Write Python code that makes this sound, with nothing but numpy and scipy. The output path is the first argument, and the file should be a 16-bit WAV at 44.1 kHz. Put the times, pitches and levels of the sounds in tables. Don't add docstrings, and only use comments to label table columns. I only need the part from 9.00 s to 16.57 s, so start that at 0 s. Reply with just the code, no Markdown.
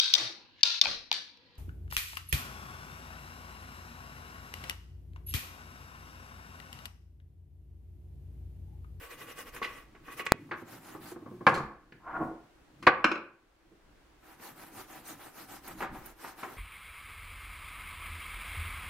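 import sys
import numpy as np
from scipy import signal
from scipy.fft import rfft, irfft, next_fast_len
from scipy.io import wavfile
from scipy.ndimage import uniform_filter1d, map_coordinates

SR = 44100
rng = np.random.default_rng(int(sys.argv[2]) if len(sys.argv) > 2 else 0)


def master(y):
    cut = np.clip(np.atleast_2d(y).T, -1, 1)
    pcm = np.round(cut * 32767)
    wavfile.write(sys.argv[1], SR, pcm.astype(np.int16))


N = 333837
T = np.arange(N) / SR
DISH_CHANGE_S = 1.32

# centre in Hz, width in Hz, level in dB.
EARLY_DISH_MODES = [(474, 64, 4.5), (1124, 32, 4), (1500, 46, -9.5), (1660, 25, -17.5), (1968, 130, -5),
                    (2480, 96, -4), (2840, 53, -4), (3430, 50, -16)]
# centre in Hz, width in Hz, level in dB.
LATE_DISH_MODES = [(329, 23, -0.5), (765.5, 21, -2), (970, 40, -16.5), (1300, 19, -11), (2360, 41, -22.5)]
# centre in Hz, width in Hz, level in dB.
BENCH_AND_BRIGHT_MODES = [(485, 41, 2), (516.6, 38, -1.5), (730, 69, -6.5), (830, 160, -4.5),
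                          (1115, 100, 8), (1250, 84, -2), (1500, 280, 2.5), (1685, 70, 1.5),
                          (2080, 400, -1.5), (2340, 190, -7.5), (4300, 640, -2.5), (7370, 340, -7),
                          (9800, 800, -2.5)]


def amp(db):
    return 10 ** (np.asarray(db) / 20)


def unit(x):
    return x / np.sqrt(np.mean(x ** 2) + 1e-20)


def peak(x):
    return x / np.abs(x).max()


def along(points, hz):
    f, v = np.transpose(points)
    return np.interp(np.log(hz + 1), np.log(f + 1), v)


def filtered(x, response):
    m = next_fast_len(x.shape[-1] + 8192)
    spectrum = rfft(x, m) * response(np.fft.rfftfreq(m, 1 / SR))
    return irfft(spectrum, m)[..., :x.shape[-1]]


def body(modes, between_db):
    def response(f):
        ringing = sum(amp(db) * 1j * f * w / (c * c - f * f + 1j * f * w) for c, w, db in modes)
        return amp(between_db) + ringing
    return response


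def band(centre_hz, q):
    return lambda f: 1j * f * centre_hz / q / (centre_hz ** 2 - f * f + 1j * f * centre_hz / q)


def dull(hz):
    return lambda f: 1 / (1 + 1j * f / hz / 0.51 - (f / hz) ** 2)


def wobble(rate):
    return map_coordinates(rng.standard_normal(int(N * rate / SR) + 4), [T * rate])


def grit(spread_db):
    return rng.standard_normal((2, N)) * amp(spread_db * np.array([wobble(900), wobble(900)]))


def patchy(pair, patch_db):
    z = signal.stft(pair, nperseg=256)[2]
    field = uniform_filter1d(rng.standard_normal(z.shape[1:]), size=6, axis=0)
    field = uniform_filter1d(field, size=8, axis=1)
    return signal.istft(z * amp(patch_db * unit(field)), nperseg=256)[1][:, :N]


def rush(pair, response, alike):
    turn = lambda hz: np.arccos(np.clip(along(alike, hz), -1, 1)) / 2
    mid, side = filtered(pair, lambda hz: response(hz) * [np.cos(turn(hz)), np.sin(turn(hz))])
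    return unit(np.array([mid + side, mid - side]))


def brush():
    # start in seconds, length in seconds, bristle hiss in dB.
    strokes = [(0.007, 0.066, -55), (0.109, 0.043, -53.5), (0.192, 0.053, -52), (0.277, 0.052, -54),
               (0.375, 0.052, -50), (0.464, 0.0344, -55), (0.539, 0.049, -54), (0.625, 0.028, -58),
               (0.652, 0.15, -60.5), (1.057, 0.052, -63.5), (1.12, 0.029, -54.5), (1.178, 0.039, -49.5),
               (1.254, 0.008, -49.5), (1.577, 0.048, -64.5), (1.693, 0.084, -55), (1.844, 0.11, -56.5),
               (2.038, 0.086, -52), (5.252, 0.1, -63.5), (5.426, 0.083, -52), (5.582, 0.1, -56),
               (5.75, 0.082, -51), (5.904, 0.093, -53.5), (6.067, 0.071, -49), (6.203, 0.09, -55),
               (6.364, 0.079, -51.5), (6.502, 0.073, -51.5), (6.652, 0.084, -53), (6.79, 0.053, -51.5),
               (6.941, 0.06, -58), (7.039, 0.076, -57.5), (7.215, 0.1, -52.5), (7.388, 0.063, -55),
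               (7.466, 0.11, -57)]
    # frequency in Hz, relative level in dB per Hz.
    tip_spectrum = [(1470, -20), (2500, -12.5), (4110, -5.5), (4410, -7.5), (5110, -6), (7420, -8),
                    (13300, -4), (14900, -5), (16000, -16.5)]
    # frequency in Hz, relative level in dB per Hz.
    tuft_spectrum = [(100, -46.5), (200, -4.5), (500, -2.5), (1500, 3), (3000, -3), (5000, -19.5)]
    # frequency in Hz, left-right likeness (1 is mono).
    stroke_alike = [(60, 0.76), (180, 0.36), (550, 0.57), (1650, 0.86), (4970, 0.14), (15000, 0.063)]
    rasp_early_db, rasp_later_db = -49, -51.5
    rasp_follows = .6

    hiss_level, rasp_level = np.zeros(N), np.zeros(N)
    for start, length, hiss_db in strokes:
        rasp_db = rasp_early_db if start < DISH_CHANGE_S else rasp_later_db
        rasp_db += rasp_follows * (hiss_db + 55)
        u = (T - start) / length - .48
        shape = amp(-6 * np.abs(u / np.where(u < 0, .62, .58)) ** 2.63)
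        hiss_level += amp(hiss_db) * shape
        rasp_level += amp(rasp_db) * shape

    uneven = wobble(60)
    tip_grit = patchy(grit(spread_db=0.5), patch_db=3.0)
    tips = rush(tip_grit, lambda f: amp(along(tip_spectrum, f)), stroke_alike)
    force = grit(spread_db=1.5)
    early_dish = body(EARLY_DISH_MODES, between_db=-9)
    late_dish = body(LATE_DISH_MODES, between_db=-9)
    early = rush(force, lambda f: amp(along(tuft_spectrum, f)) * early_dish(f), stroke_alike)
    duller_db = lambda f: along(tuft_spectrum, f) - 5.8 * np.log2(1 + f / 1000)
    later = rush(force, lambda f: amp(duller_db(f)) * late_dish(f), stroke_alike)
    rasp = np.where(T < DISH_CHANGE_S, early, later)
    return hiss_level * amp(0.4 * uneven) * tips + rasp_level * amp(1.6 * uneven) * rasp


def flicks():
    # start in seconds, peak in dB, centre in Hz.
    springs = [(.385, -39.5, 9310), (.545, -39, 10920), (1.263, -36, 5845), (6.076, -39, 10330),
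               (6.677, -35.5, 12360), (7.059, -37, 13500)]
    t60 = .033
    out, t = np.zeros(N + SR), np.arange(SR // 10) / SR
    for s, db, hz in springs:
        burst = rng.standard_normal(len(t)) * amp(-60 * t / t60) * (1 - np.exp(-t / .003))
        spit = filtered(burst, lambda f: band(hz, 1.3)(f) ** 2)
        out[round(s * SR):][:len(t)] += amp(db) * peak(spit)
    return out[:N]


def blows(rows, response, q, thud_hz, thud_db):
    soft_thud = .45
    tinny_db = 5.5
    settle_db, settle_longer = -19, 4.6
    strike_s = .0015
    out, t = np.zeros(N + SR), np.arange(SR // 3) / SR
    for s, db, hz, t60, crack_db in rows:
        low_db = thud_db + soft_thud * (-30.5 - db) - tinny_db * np.log2(hz / 1000)
        fall = amp(-60 * (t / t60) ** 1.335) + amp(settle_db - 60 * t / (settle_longer * t60))
        attack = 1 - np.exp(-t / min(0.067 * t60, strike_s))
        rattle = rng.standard_normal((3, len(t))) * fall * attack
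        ring = filtered(rattle[0], lambda f: response(f) * band(hz, q)(f) * dull(1.8 * hz)(f) * dull(2.6 * hz)(f))
        crack = filtered(rattle[1], lambda f: band(5000, .8)(f) * dull(7000)(f) * response(f))
        thud = filtered(rattle[2], lambda f: (band(thud_hz, .8)(f) ** 2 * dull(600)(f)
                                              + 2.2 * band(335, 8)(f) * dull(500)(f)))
        blow = peak(ring) + amp(crack_db) * peak(crack) + amp(low_db) * peak(thud)
        out[round(s * SR):][:len(t)] += amp(db) * blow
    return out[:N]


def dish():
    # start in seconds, ring peak in dB, centre in Hz, rattle t60 in seconds.
    taps = [(0.562, -38, 1878, .04), (.615, -26, 1260, .035), (0.625, -24.5, 2310, .06),
            (.642, -26, 2380, .08), (0.948, -47, 1500, .06), (1.078, -38, 1460, .08),
            (1.194, -27.5, 2000, .045), (1.203, -32, 1800, 0.076), (1.264, -22, 2103, 0.02),
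            (5.397, -49.5, 1500, .05), (6.674, -39, 1500, 0.1), (6.804, -27.5, 1250, .1),
            (6.82, -26, 1360, .16), (6.949, -39, 1180, 0.13), (7.24, -34.5, 1250, .14),
            (7.429, -27.5, 1290, 0.081), (7.479, -42, 1500, .05)]
    crack_db, thud_db = -25.5, -9.5
    early = [(*row, crack_db) for row in taps if row[0] < DISH_CHANGE_S]
    later = [(*row, crack_db) for row in taps if row[0] >= DISH_CHANGE_S]
    early_dish = body(EARLY_DISH_MODES, between_db=-8)
    late_dish = body(LATE_DISH_MODES, between_db=-5.5)
    return (blows(early, early_dish, q=1.0, thud_hz=295, thud_db=thud_db)
            + blows(later, late_dish, q=0.98, thud_hz=247, thud_db=thud_db))


def tray():
    # start in seconds, ring peak in dB, centre in Hz, rattle t60 in seconds.
    shifts = [(1.339, -48, 585, .04), (1.491, -49.5, 1170, .02), (1.511, -28, 1520, .11),
              (1.62, -47.5, 701.6, .04), (1.947, -39, 908, .075), (2.115, -42, 644, .05),
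              (2.159, -39, 736, 0.05), (2.22, -52, 618, .08), (2.259, -41, 703, .08),
              (2.309, -48, 600, .11), (2.405, -39.5, 799, .1), (4.713, -65, 600, 0.1)]
    rows = [(*row, -36.5) for row in shifts]
    return blows(rows, body(BENCH_AND_BRIGHT_MODES, between_db=-2.5), q=1.0, thud_hz=220, thud_db=-3)


def knocks():
    # start in seconds, ring peak in dB, centre in Hz, rattle t60 in seconds, crack against ring in dB.
    strikes = [(2.466, -2.5, 1150, 0.067, -30.5), (2.489, -14, 1050, 0.089, -19),
               (2.51, -19, 1100, 0.2, -38.5), (2.54, -17.5, 950, .1, -9), (2.575, -21.5, 950, .06, -13.5),
               (2.6, -29, 828, 0.036, -26), (2.921, -38, 2128, .03, -43), (3.825, -35.5, 2000, .05, -9),
               (3.867, -1, 1396, 0.074, -38)]
    return blows(strikes, body(BENCH_AND_BRIGHT_MODES, between_db=-5), q=0.67, thud_hz=200, thud_db=-2)


def screwdriver():
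    # centre in Hz, width in Hz, level in dB.
    driver_modes = [(892, 150, -6.5), (1280, 250, 6.5), (1500, 91, 4.5), (2447, 240, 10.5), (4020, 210, -1),
                    (5220, 260, 5.5), (6500, 58, 7)]
    lands_s, lands_db, loss_db = 4.042, 1.5, 11
    flight_s, shrink = .072, 0.55
    centre_hz, t60, crack_db = 1670, .028, -21.5
    contacts = []
    for k in range(4):
        flown_s = flight_s * (1 - shrink ** k) / (1 - shrink)
        contacts.append((lands_s + flown_s, lands_db - loss_db * k, centre_hz, t60, crack_db))
    return blows(contacts, body(driver_modes, between_db=-5.5), q=0.46, thud_hz=335, thud_db=4)


def drag():
    # time in seconds, level in dB.
    slide_level = [(3, -66.5), (3.062, -49.5), (3.072, -40), (3.165, -37), (3.197, -43), (3.212, -31.5),
                   (3.249, -38.5), (3.3, -47), (3.4, -64.5)]
    # centre in Hz, width in Hz, level in dB.
    slide_modes = [(332, 21, 1.5), (735, 84, -3.5), (935, 27, -4.5), (1055, 24, 3.5), (1250, 23, -18.5),
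                   (1410, 35, -0.5), (1693, 31, -14.5), (2090, 150, -24.5)]
    tips_flat_s, tipping_s = 3.19, .05
    s, db = np.transpose(slide_level)
    low_share = np.clip(.5 + (T - tips_flat_s) / tipping_s, .05, .92)
    wood = body(slide_modes, between_db=-7)
    force = filtered(grit(spread_db=0.5), lambda f: wood(f) * dull(2200)(f) ** 2)
    high = unit(filtered(force[0], lambda f: band(1150, 1.2)(f) ** 2))
    deep = unit(filtered(force[1], lambda f: band(450, .6)(f) * dull(1100)(f)))
    level = amp(np.interp(T, s, db, -120, -120) + 2.0 * wobble(42))
    return level * (np.sqrt(1 - low_share) * high + np.sqrt(low_share) * deep)


def background():
    # time in seconds, deep level in dB, tray boom level in dB.
    rumble = [(0, -66, -69), (.25, -65, -58), (.63, -61, -65.5), (1.07, -67, -65.5), (1.399, -75, -56.5),
              (2, -67.5, -53.5), (2.45, -71, -54.5), (2.58, -39.5, -37), (2.68, -44, -46),
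              (2.759, -56, -61), (2.9, -65.5, -64), (3.06, -65, -57), (3.24, -57, -52.5), (3.44, -68, -74),
              (3.8, -69.5, -59), (4.071, -51.5, -52), (4.35, -70.5, -73), (4.55, -66, -74), (4.9, -64, -68),
              (5.2, -68, -71), (5.6, -68, -61.5), (6.4, -71, -64.5), (6.94, -52, -52), (7.23, -68, -72.5),
              (7.57, -69, -59)]
    # frequency in Hz, relative level in dB per Hz.
    deep_spectrum = [(10, -9), (22, 3), (60, 2), (100, -17), (200, -68)]
    # frequency in Hz, relative level in dB per Hz.
    boom_spectrum = [(50, -45.5), (100, 2), (220, -2), (330, 3.5), (400, -16.5), (800, -41)]
    # frequency in Hz, relative level in dB per Hz.
    air_spectrum = [(180, -35), (300, 0), (360, -3), (494, -7.5), (870, -9), (1560, -11), (14500, -33),
                    (16000, -32)]

    def noise(spectrum, alike):
        return rush(rng.standard_normal((2, N)), lambda f: amp(along(spectrum, f)), alike)

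    s, deep_db, boom_db = np.transpose(rumble)
    deep = amp(np.interp(T, s, deep_db) + 1.8 * wobble(4.1)) * noise(deep_spectrum, [(50, 0.86)])
    boom = amp(np.interp(T, s, boom_db) + 3.8 * wobble(20)) * noise(boom_spectrum, [(200, 0.99)])
    air = amp(-64.5) * noise(air_spectrum, [(300, 0.35), (1400, 0.35), (4000, 0.024)])
    return deep + boom + air


def shed(x):
    # frequency in Hz, t60 in seconds.
    decay = [(100, 0.43), (700, 0.43), (2000, 0.41), (10000, 0.19)]
    # frequency in Hz, left-right likeness (1 is mono).
    walls_alike = [(100, 0.89), (500, 1), (1500, 0.63), (4000, 0)]
    hz, t, z = signal.stft(rng.standard_normal((2, SR // 2)), SR, nperseg=256)
    dying = z * amp(-60 * t / along(decay, hz)[:, None])
    tail = rush(signal.istft(dying, SR, nperseg=256)[1], np.ones_like, walls_alike)
    late = np.pad(x, (200, 0))[None]
    return signal.fftconvolve(late, tail / np.linalg.norm(tail[0]), axes=1)[:, :N]


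def ports(x, side_db):
    scatter = rng.standard_normal(400) * amp(-60 * np.arange(400) / SR / 0.008)
    reflected = signal.fftconvolve(x, scatter / np.linalg.norm(scatter))[:N]
    side = filtered(reflected, band(2300, 0.3))
    side = side - x * (side @ x) / (x @ x)
    return x + amp(side_db) * np.array([side, -side])


def scene():
    strokes = brush()
    near = dish() + tray() + flicks()
    bench, driver, slide = knocks(), screwdriver(), drag()
    walls = amp(-9.0) * shed(near) + amp(-4) * shed(bench) + amp(-6.5) * shed(driver + slide)
    walls += amp(-12) * shed(strokes.mean(0))
    tools = ports(bench + driver + slide, side_db=-7) * amp([[.4], [-.4]])
    return ports(near, side_db=-8.5) + tools + strokes + walls + background()


def record(dry):
    click_s, click_ms = 1.32090, .345
    top_hz, click_top_hz = 15800, 17000
    level_db = 10 * np.log10(np.abs(uniform_filter1d(np.mean(dry ** 2, 0), 900)) + 1e-12)
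    duck_db = np.minimum(0, 0.59 * (-26.5 - level_db))
    back_db = 11 * T
    gain_db = np.minimum.accumulate(duck_db - back_db) + back_db
    gain_db = uniform_filter1d(np.pad(gain_db, (1200, 0))[:N], 1500)
    wet = dry * amp(gain_db)
    wet = wet / (1 + np.abs(wet / .5) ** 4) ** .25
    wet = filtered(wet, lambda hz: hz < top_hz)
    wet[:, (T > click_s) & (T < click_s + click_ms / 1000)] = -.98
    return np.clip(filtered(wet, lambda hz: np.clip((click_top_hz - hz) / 1200, 0, 1)), -1, 1)


dry = scene()
out = record(dry)
master(out)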